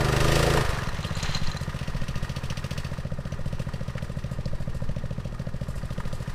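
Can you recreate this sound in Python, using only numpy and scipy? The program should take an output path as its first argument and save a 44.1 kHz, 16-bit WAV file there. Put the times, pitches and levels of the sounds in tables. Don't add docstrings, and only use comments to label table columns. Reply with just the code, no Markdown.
import sys
import numpy as np
from scipy import signal
from scipy.fft import rfft, irfft
from scipy.io import wavfile

SR = 44100
rng = np.random.default_rng(int(sys.argv[2]) if len(sys.argv) > 2 else 0)


def pcm_store(signal):
    levels = np.round(np.clip(np.atleast_2d(signal), -1, 1) * 32767)
    wavfile.write(sys.argv[1], SR, levels.astype(np.int16).T)


N = 279594
TIME = np.arange(N) / SR

# time in seconds, speed in revolutions per minute.
CRANK_SPEED = [(0, 3069.8), (.2, 3024.7), (.37, 3300), (.58, 3358.3), (.63, 2925.8), (.74, 2928.7),
               (.9, 2030.9), (.96, 2053.7), (1.51, 1845.6), (2.04, 1717.1), (2.09, 1714.2), (2.67, 1745.6),
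               (3.01, 1783.6), (3.29, 1763), (3.97, 1662.1), (5.13, 1660.8), (5.68, 1672.2), (5.81, 1604.2),
               (6.4, 1632.7)]
def firings():
    cycles = np.cumsum(in_time(CRANK_SPEED)[0]) / (120 * SR) - .169
    t = np.interp(np.arange(int(cycles[-1]) + 1), cycles, TIME)
    before = t[0] - (t[1] - t[0]) * np.array([2, 1])
    after = t[-1] + (t[-1] - t[-2]) * np.array([1, 2])
    return np.r_[before, t, after]

# time in seconds, opening from 0 to 1.
THROTTLE = [(0, 1), (.6, 1), (.66, .35), (.78, .02), (6.34, .02)]
# time in seconds, change in dB before weighting.
EFFORT = [(0, -7), (.13, -5), (.25, -3), (.36, -1), (.47, -3.3), (.6, -5)]
SCREENING = [(0, 1), (2.0, 0.5), (2.9, -1), (3.12, -8.5), (3.35, -6.5), (3.8, -4), (4.1, -5.5), (5.55, -9),
             (5.85, -4), (6.1, -3), (6.34, -0.5)]
def loudness(law):
    idle_db, doubling_db, throttle_db, effort_weight, screen_weight = law
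    speed_db = doubling_db * np.log2(in_time(CRANK_SPEED)[0] / 1700)
    load_db = in_time(THROTTLE)[0] * (throttle_db + effort_weight * in_time(EFFORT)[0])
    return amp(idle_db + speed_db + load_db + screen_weight * in_time(SCREENING)[0])

# place in the cycle from 0 to 1, delay in ms, resonance in Hz,
# swell time in ms, relative level in dB, push (+) or suck (-), scatter in dB.
EXHAUST_IDLE = [(0, .5, 134, 2.3, 17.5, 1, .7)]
INTAKE_IDLE = [(.283, -3.7, 65, 2.6, 11.5, -1, .7), (.283, .4, 145, 2.3, 7, -1, 1),
               (.69, -.3, 111, 2.9, 1, 1, 1.5)]
SILENCER_RING = [(0, -.8, 525, 2.3, 12, 1, 2), (0, .3, 601, 2.4, 10.5, 1, 2)]
PIPES_LOAD = [(0, -.8, 106, 2, 17, 1, .4), (.25, 0, 94, 1.8, 16, -1, .4), (.585, 0, 173, 1.2, 10, 1, .7)]
INTAKE_BARK = [(.212, 0, 465, 1.3, 19, 1, .6), (.38, 0, 703, 1.2, 8, 1, 1), (.585, 0, 373, 1, 16.5, 1, .8),
               (.865, 0, 583, 1.9, 6.5, 1, 1)]
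COAST_PUFF = [(0.0032, -0.8, 61, 2.1, 21.3, 0.86, .7)]
# time in seconds, change of strength in dB.
UNEVEN_FIRINGS = [(.731, 2), (.772, -1.5), (.819, -3), (.87, -0.5), (.928, -4), (3.388, -4), (4.745, -3),
                  (5.323, -7.5), (5.756, -7)]
# time in seconds, share of coasting from 0 to 1.
COASTING = [(0, 0), (.625, 0), (.64, 1), (.71, 1), (.76, 0), (6.34, 0)]
THUMP_LAW = (-33, 0.6, 7, 0.26, -0.01)
RING_LAW = (-44.5, 1, 10, .1, -0.26)
BARK_LAW = (-55, 3, 19.5, 1.3, 0)
def pipes(fire, opening):
    uneven_db, even_db = np.zeros((2, len(fire)))
    for s, db in UNEVEN_FIRINGS:
        uneven_db[np.argmin(abs(fire - s))] = db
    thump = loudness(THUMP_LAW)
    idle = thump * (puffs(fire, EXHAUST_IDLE, uneven_db) + puffs(fire, INTAKE_IDLE, even_db))
    idle += loudness(RING_LAW) * puffs(fire, SILENCER_RING, .58 * uneven_db)
    load = thump * puffs(fire, PIPES_LOAD, even_db)
    load += loudness(BARK_LAW) * puffs(fire, INTAKE_BARK, even_db) + growl(fire)
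    pumped = thump * puffs(fire, COAST_PUFF, even_db)
    coasting = in_time(COASTING)[0]
    return (1 - coasting) * (opening * load + (1 - opening) * idle) + coasting * pumped

def puffs(fire, table, strength_db):
    out = 0
    for share, delay_ms, hz, swell_ms, level_db, sign, scatter_db in table:
        age, cycle = since(fire, share, delay_ms)
        level_luck, pitch_luck = rng.standard_normal((len(fire), 2))[cycle].T
        swell = age * 1000 / swell_ms
        gain = sign * amp(level_db + strength_db[cycle] + scatter_db * level_luck)
        tone = np.sin(2 * np.pi * hz * (1 + .012 * pitch_luck) * age)
        out += gain * swell ** 2 * np.exp(-swell) * tone
    return out

# pitch in Hz, width in Hz, relative level in dB.
PIPE_MODES = [(342, 11, 0.5), (422.4, 12, 2), (498, 27, -1), (584, 19, -3), (721, 12, -6)]
GROWL_LAW = (-57, 3, 25.5, 1, 0)
def growl(fire):
    blows = np.zeros(N)
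    at = fire[(fire > 0) & (fire < TIME[-1])] + .00813
    blows[(at * SR).astype(int)] = amp(.6 * rng.standard_normal(len(at)))
    return loudness(GROWL_LAW) * through(blows + 1e-18, PIPE_MODES)

# place in the cycle from 0 to 1, relative level in dB,
# decay as a share of the cycle, scatter in dB.
LOAD_SPIT = [(-0.038, 0, 0.13, 2.1)]
def spit(fire, opening):
    return opening * bursts(fire, LOAD_SPIT, between_db=-16, rise_ms=4.7)

KNOCKS = [(0, 2, 0.021, 3.5), (.2, -0.7, 0.077, 4.5), (0.279, -2, 0.03, -12.5), (.57, -12, 0.076, 3.5),
          (.76, 1.5, 0.087, 1.5)]
# pitch in Hz, width in Hz, relative level in dB.
CASING_MODES = [(723, 4.7, -15.5), (983, 190, 4), (1227, 30, 3), (1385, 130, 1), (1680, 86, 0),
                (1857, 89, 1.5), (2480, 31, -12)]
CASING_LAW = (-45.5, 14.5, -1, 0, 0.69)
def valve_gear(fire, opening, blast):
    idle = (1 - opening) * bursts(fire, KNOCKS, between_db=-10.5, rise_ms=2.8)
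    knock = loudness(CASING_LAW) * (blast + .37 * opening + idle)
    ringing = [through(knock * white(), CASING_MODES) for _ in range(2)]
    return np.sqrt(np.mean(knock ** 2)) * stereo(*ringing, side_db=-50)

BLOWS = [(-.02, 7, 0.053, 5.6), (.24, 1.2, 0.2, 3)]
# frequency in Hz, relative density in dB.
HISS_SPECTRUM = [(1060, -73), (1800, 5), (2300, -3), (2720, -2), (3580, -4.5), (3910, -3), (4300, -5.5),
                 (5840, -11), (7500, -21.5), (9750, -56), (16500, -120)]
# pitch in Hz, width in Hz, relative level in dB.
COVER_MODES = [(2686, 440, 3), (3373, 170, -2), (3600, 340, -3.5), (4633, 150, -3), (5260, 220, -5.5),
               (5950, 170, -4.5), (6440, 89, -11), (9150, 1600, -8.5), (14300, 680, -15)]
HISS_LAW = (-51.5, 12, 9.5, 1.1, 0.86)
def gas_hiss(fire, opening, blast):
    idle = (1 - opening) * bursts(fire, BLOWS, between_db=-7.5, rise_ms=2.1)
    gas = [coloured(HISS_SPECTRUM) + .8 * through(white(), COVER_MODES) for _ in range(2)]
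    return loudness(HISS_LAW) * (blast + idle) * stereo(*gas, side_db=-38.5)

SUCKS = [(-.02, 0.39, 0.33, 10), (.32, 16, 0.059, 1.1)]
# frequency in Hz, relative density in dB.
AIR_SPECTRUM = [(2940, -16), (5000, 3.5), (5870, -8), (6760, -2), (8170, -8.5), (12900, -9), (14200, -37),
                (14700, -9), (16000, -23)]
# pitch in Hz, width in Hz, relative level in dB.
AIR_BOX_MODES = [(7580, 380, -3), (8100, 70, -4), (8500, 450, -3.5), (11000, 1200, -6), (14600, 500, -16)]
# time in seconds, gain in dB.
INTAKE_FACING = [(0, -2), (5.6, 2.5), (5.85, 4.5), (6.34, 2.5)]
SUCK_LAW = (-60, 13.5, 12, 1.27, 0.77)
def suction(fire, opening, blast):
    idle = (1 - opening) * bursts(fire, SUCKS, between_db=0, rise_ms=1.3)
    air = [coloured(AIR_SPECTRUM) + .77 * through(white(), AIR_BOX_MODES) for _ in range(2)]
    gain = loudness(SUCK_LAW) * amp(in_time(INTAKE_FACING)[0])
    return gain * (blast + idle) * stereo(*air, side_db=-22.5)

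# frequency in Hz, relative density in dB.
ROAR_SPECTRUM = [(270, -16), (350, -4), (420, 0), (560, -5), (730, -3), (820, -14), (1200, -22)]
ROAR_LAW = (-55.5, 21.5, -1, -1.03, 0.9)
def intake_roar():
    return loudness(ROAR_LAW) * coloured(ROAR_SPECTRUM)

# start in seconds, relative level in dB.
CLACKS = [(1.7888, -28), (1.874, -29), (2.0808, -25), (2.155, -28.5), (2.227, -31), (2.2925, -27),
          (2.361, -24), (2.437, -29.5), (2.4998, -23), (2.5707, -24.5), (2.641, -27.5), (2.707, -24),
          (2.776, -24), (2.845, -29.5), (2.9771, -34), (3.3204, -32), (3.5242, -33.5), (3.5936, -32.5),
          (3.7349, -31.5), (3.879, -34), (4.0925, -44), (5.246, -36.5), (5.3924, -36.5), (6.2977, -42)]
def cover_clacks(rise_s=.00074, decay_s=.012, gain_db=-9.5):
    envelope, age = np.zeros(N), np.arange(3000) / SR
    shape = np.exp(-age / decay_s) * (1 - np.exp(-age / rise_s))
    for s, db in CLACKS:
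        add_at(envelope, s, amp(db + gain_db) * shape)
    return envelope * (through(white(), COVER_MODES) + .35 * coloured(HISS_SPECTRUM))

# start in seconds, strike level in dB.
JOLTS = [(0.8909, -30.5), (1.0297, -29.5), (1.0735, -35), (1.1104, -49), (1.152, -33), (1.2331, -25.5),
         (1.3484, -20), (1.3754, -28), (1.416, -38), (1.4666, -37), (1.516, -28), (1.5707, -27),
         (1.6038, -38), (1.634, -33.5)]
# pitch in Hz, gain in dB, seconds to fall by 60 dB.
STEEL_MODES = [(3220, -18, 0.033), (4092, -2, 0.036), (4760, -20, .03), (6100, -16, .04),
               (6700, -12, 0.023), (7160, -19, .04), (8600, -32, .03)]
def steel_rattle(chatter_db=-24, chatter_s=.0015):
    out, force, age = np.zeros(N), np.full(N, 1e-18), np.arange(1500) / SR
    for s, db in JOLTS:
        jolt = np.r_[1, amp(chatter_db) * rng.standard_normal(1499)]
        add_at(force, s, amp(db) * jolt * np.exp(-age / chatter_s))
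    for hz, db, t60 in STEEL_MODES:
        r, w = amp(-60 / (t60 * SR)), 2 * np.pi * hz / SR
        out += amp(db) * signal.lfilter([0, np.sin(w)], [1, -2 * r * np.cos(w), r * r], force)
    return out

# start in seconds, level in dB, pitch in Hz, width in Hz, decay in ms.
TICKS = [(1.041, -31.5, 3080, 700, 11), (1.154, -35.5, 7070, 600, 4), (1.228, -29, 6300, 2180, 7.4),
         (1.472, -28, 4600, 1500, 3.4), (3.98, -33, 940, 2180, 7.4), (4.456, -37, 4500, 2130, 3.7),
         (5.777, -51, 1700, 1500, 6.2)]
def ticks():
    out, age = np.zeros(N), np.arange(4000) / SR
    for s, db, hz, width_hz, decay_ms in TICKS:
        band = resonate(rng.standard_normal(4000), hz, width_hz)
        band = rms_one(resonate(band, hz, width_hz))
        add_at(out, s, amp(db) * band * np.exp(-age * 1000 / decay_ms))
    return out

# time in seconds, relative level in dB.
SCRAPE_LEVEL = [(1.12, -52), (1.17, -42.5), (1.21, -40), (1.24, -38.5), (1.37, -37.5), (1.4, -45),
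                (1.5, -42.5), (1.65, -68)]
def plough_scrape():
    grit = coloured([(700, -2), (1500, -2.5), (3300, -2), (7300, -17), (9000, -24), (15000, -35)])
    grit *= amp(2.4 * drift(34))
    sing = sum(amp(db) * rms_one(resonate(grit, hz, 90)) for hz, db, _ in STEEL_MODES)
    return amp(in_time(SCRAPE_LEVEL)[0]) * (grit + .4 * sing)

# frequency in Hz, relative density in dB.
DRONE_SPECTRUM = [(60, -3), (100, 0), (150, -2), (250, -12), (290, -17), (350, -10), (550, -13), (750, -18),
                  (1200, -24), (2600, -40)]
# time in seconds, level in dB.
DRONE_LEVEL = [(0, -41), (.6, -41), (1, -44), (6.34, -45)]
def drone():
    rumble = stereo(coloured(DRONE_SPECTRUM), coloured(DRONE_SPECTRUM), side_db=-49)
    return amp(in_time(DRONE_LEVEL)[0]) * rumble

# crest time in seconds, level in dB, half-width in seconds.
GUSTS = [(.3, -29, .15), (0.586, -25, 0.047), (0.854, -33, 0.29), (1.197, -33, .04), (1.31, -29, 0.044),
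         (1.455, -25, 0.035), (1.974, -25.5, 0.068), (2.183, -23.5, 0.037), (2.6, -40, .15),
         (3.45, -38.5, 0.07), (3.76, -32, 0.018), (4.15, -28.5, 0.023), (4.54, -26, 0.053),
         (4.712, -28, 0.022), (4.893, -21, .03), (5.03, -28.5, .04), (5.325, -26.5, 0.033),
         (5.776, -30, 0.05), (6.002, -33, 0.089)]
def wind(breeze_db=-37, lumps_db=2.5):
    power = amp(breeze_db - lumps_db * drift(13)) ** 2
    for s, db, half_width in GUSTS:
        power += amp(db) ** 2 * np.exp(-((TIME - s) / half_width) ** 2)
    rumble = coloured([(6, -4), (14, 6), (30, -9), (55, -12.5), (110, -49), (250, -26.5)])
    return np.sqrt(power) * rumble

def since(fire, share, delay_ms=0):
    at = fire[:-1] + share * np.diff(fire) + delay_ms / 1000
    cycle = np.searchsorted(at, TIME) - 1
    return TIME - at[cycle], cycle

def bursts(fire, table, between_db, rise_ms):
    out = amp(between_db)
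    for share, level_db, decay, scatter_db in table:
        age, cycle = since(fire, share)
        luck = np.clip(rng.standard_normal(len(fire)), -2, 1.5)[cycle]
        rise = 1 - np.exp(-age * 1000 / rise_ms)
        fall = np.exp(-age / np.diff(fire)[cycle] / decay)
        out = out + amp(level_db + scatter_db * luck) * rise * fall
    return rms_one(out)

def resonate(x, hz, width_hz):
    r = np.exp(-np.pi * width_hz / SR)
    poles = [1, -2 * r * np.cos(2 * np.pi * hz / SR), r * r]
    return signal.lfilter([(1 - r * r) / 2, 0, (r * r - 1) / 2], poles, x)

def through(x, modes):
    return rms_one(sum((-1) ** k * amp(db) * rms_one(resonate(x, hz, width_hz))
                       for k, (hz, width_hz, db) in enumerate(modes)))

def coloured(spectrum):
    hz, db = np.transpose(spectrum)
    log_hz = np.log(np.fft.rfftfreq(N, 1 / SR) + 1)
    gain = amp(np.interp(log_hz, np.log(hz), db, -90, -90))
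    return rms_one(irfft(rfft(white()) * gain, N))

def drift(hz):
    return coloured([(hz / 10, 0), (hz, 0), (hz * 10, -40)])

def stereo(mid, side, side_db):
    return mid + amp(side_db) * side * np.array([[1], [-1]])

def in_time(rows):
    s, *columns = np.transpose(rows)
    return [np.interp(TIME, s, c) for c in columns]

def add_at(track, s, sound):
    start = round(s * SR)
    track[start:start + len(sound)] += sound[:N - start]

def white():
    return rng.standard_normal(N)

def amp(db):
    return 10 ** (np.asarray(db) / 20)

def rms_one(x):
    return x / np.sqrt(np.mean(x ** 2) + 1e-20)

def scene():
    fire, opening = firings(), in_time(THROTTLE)[0]
    blast = spit(fire, opening)
    engine = valve_gear(fire, opening, blast) + gas_hiss(fire, opening, blast)
    engine += suction(fire, opening, blast) + pipes(fire, opening) + intake_roar()
    return engine + cover_clacks() + steel_rattle() + ticks() + plough_scrape() + drone() + wind()

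def record(dry):
    return signal.sosfilt(signal.cheby2(16, 70, 16000, fs=SR, output="sos"), dry)

dry = scene()
out = record(dry)
pcm_store(out)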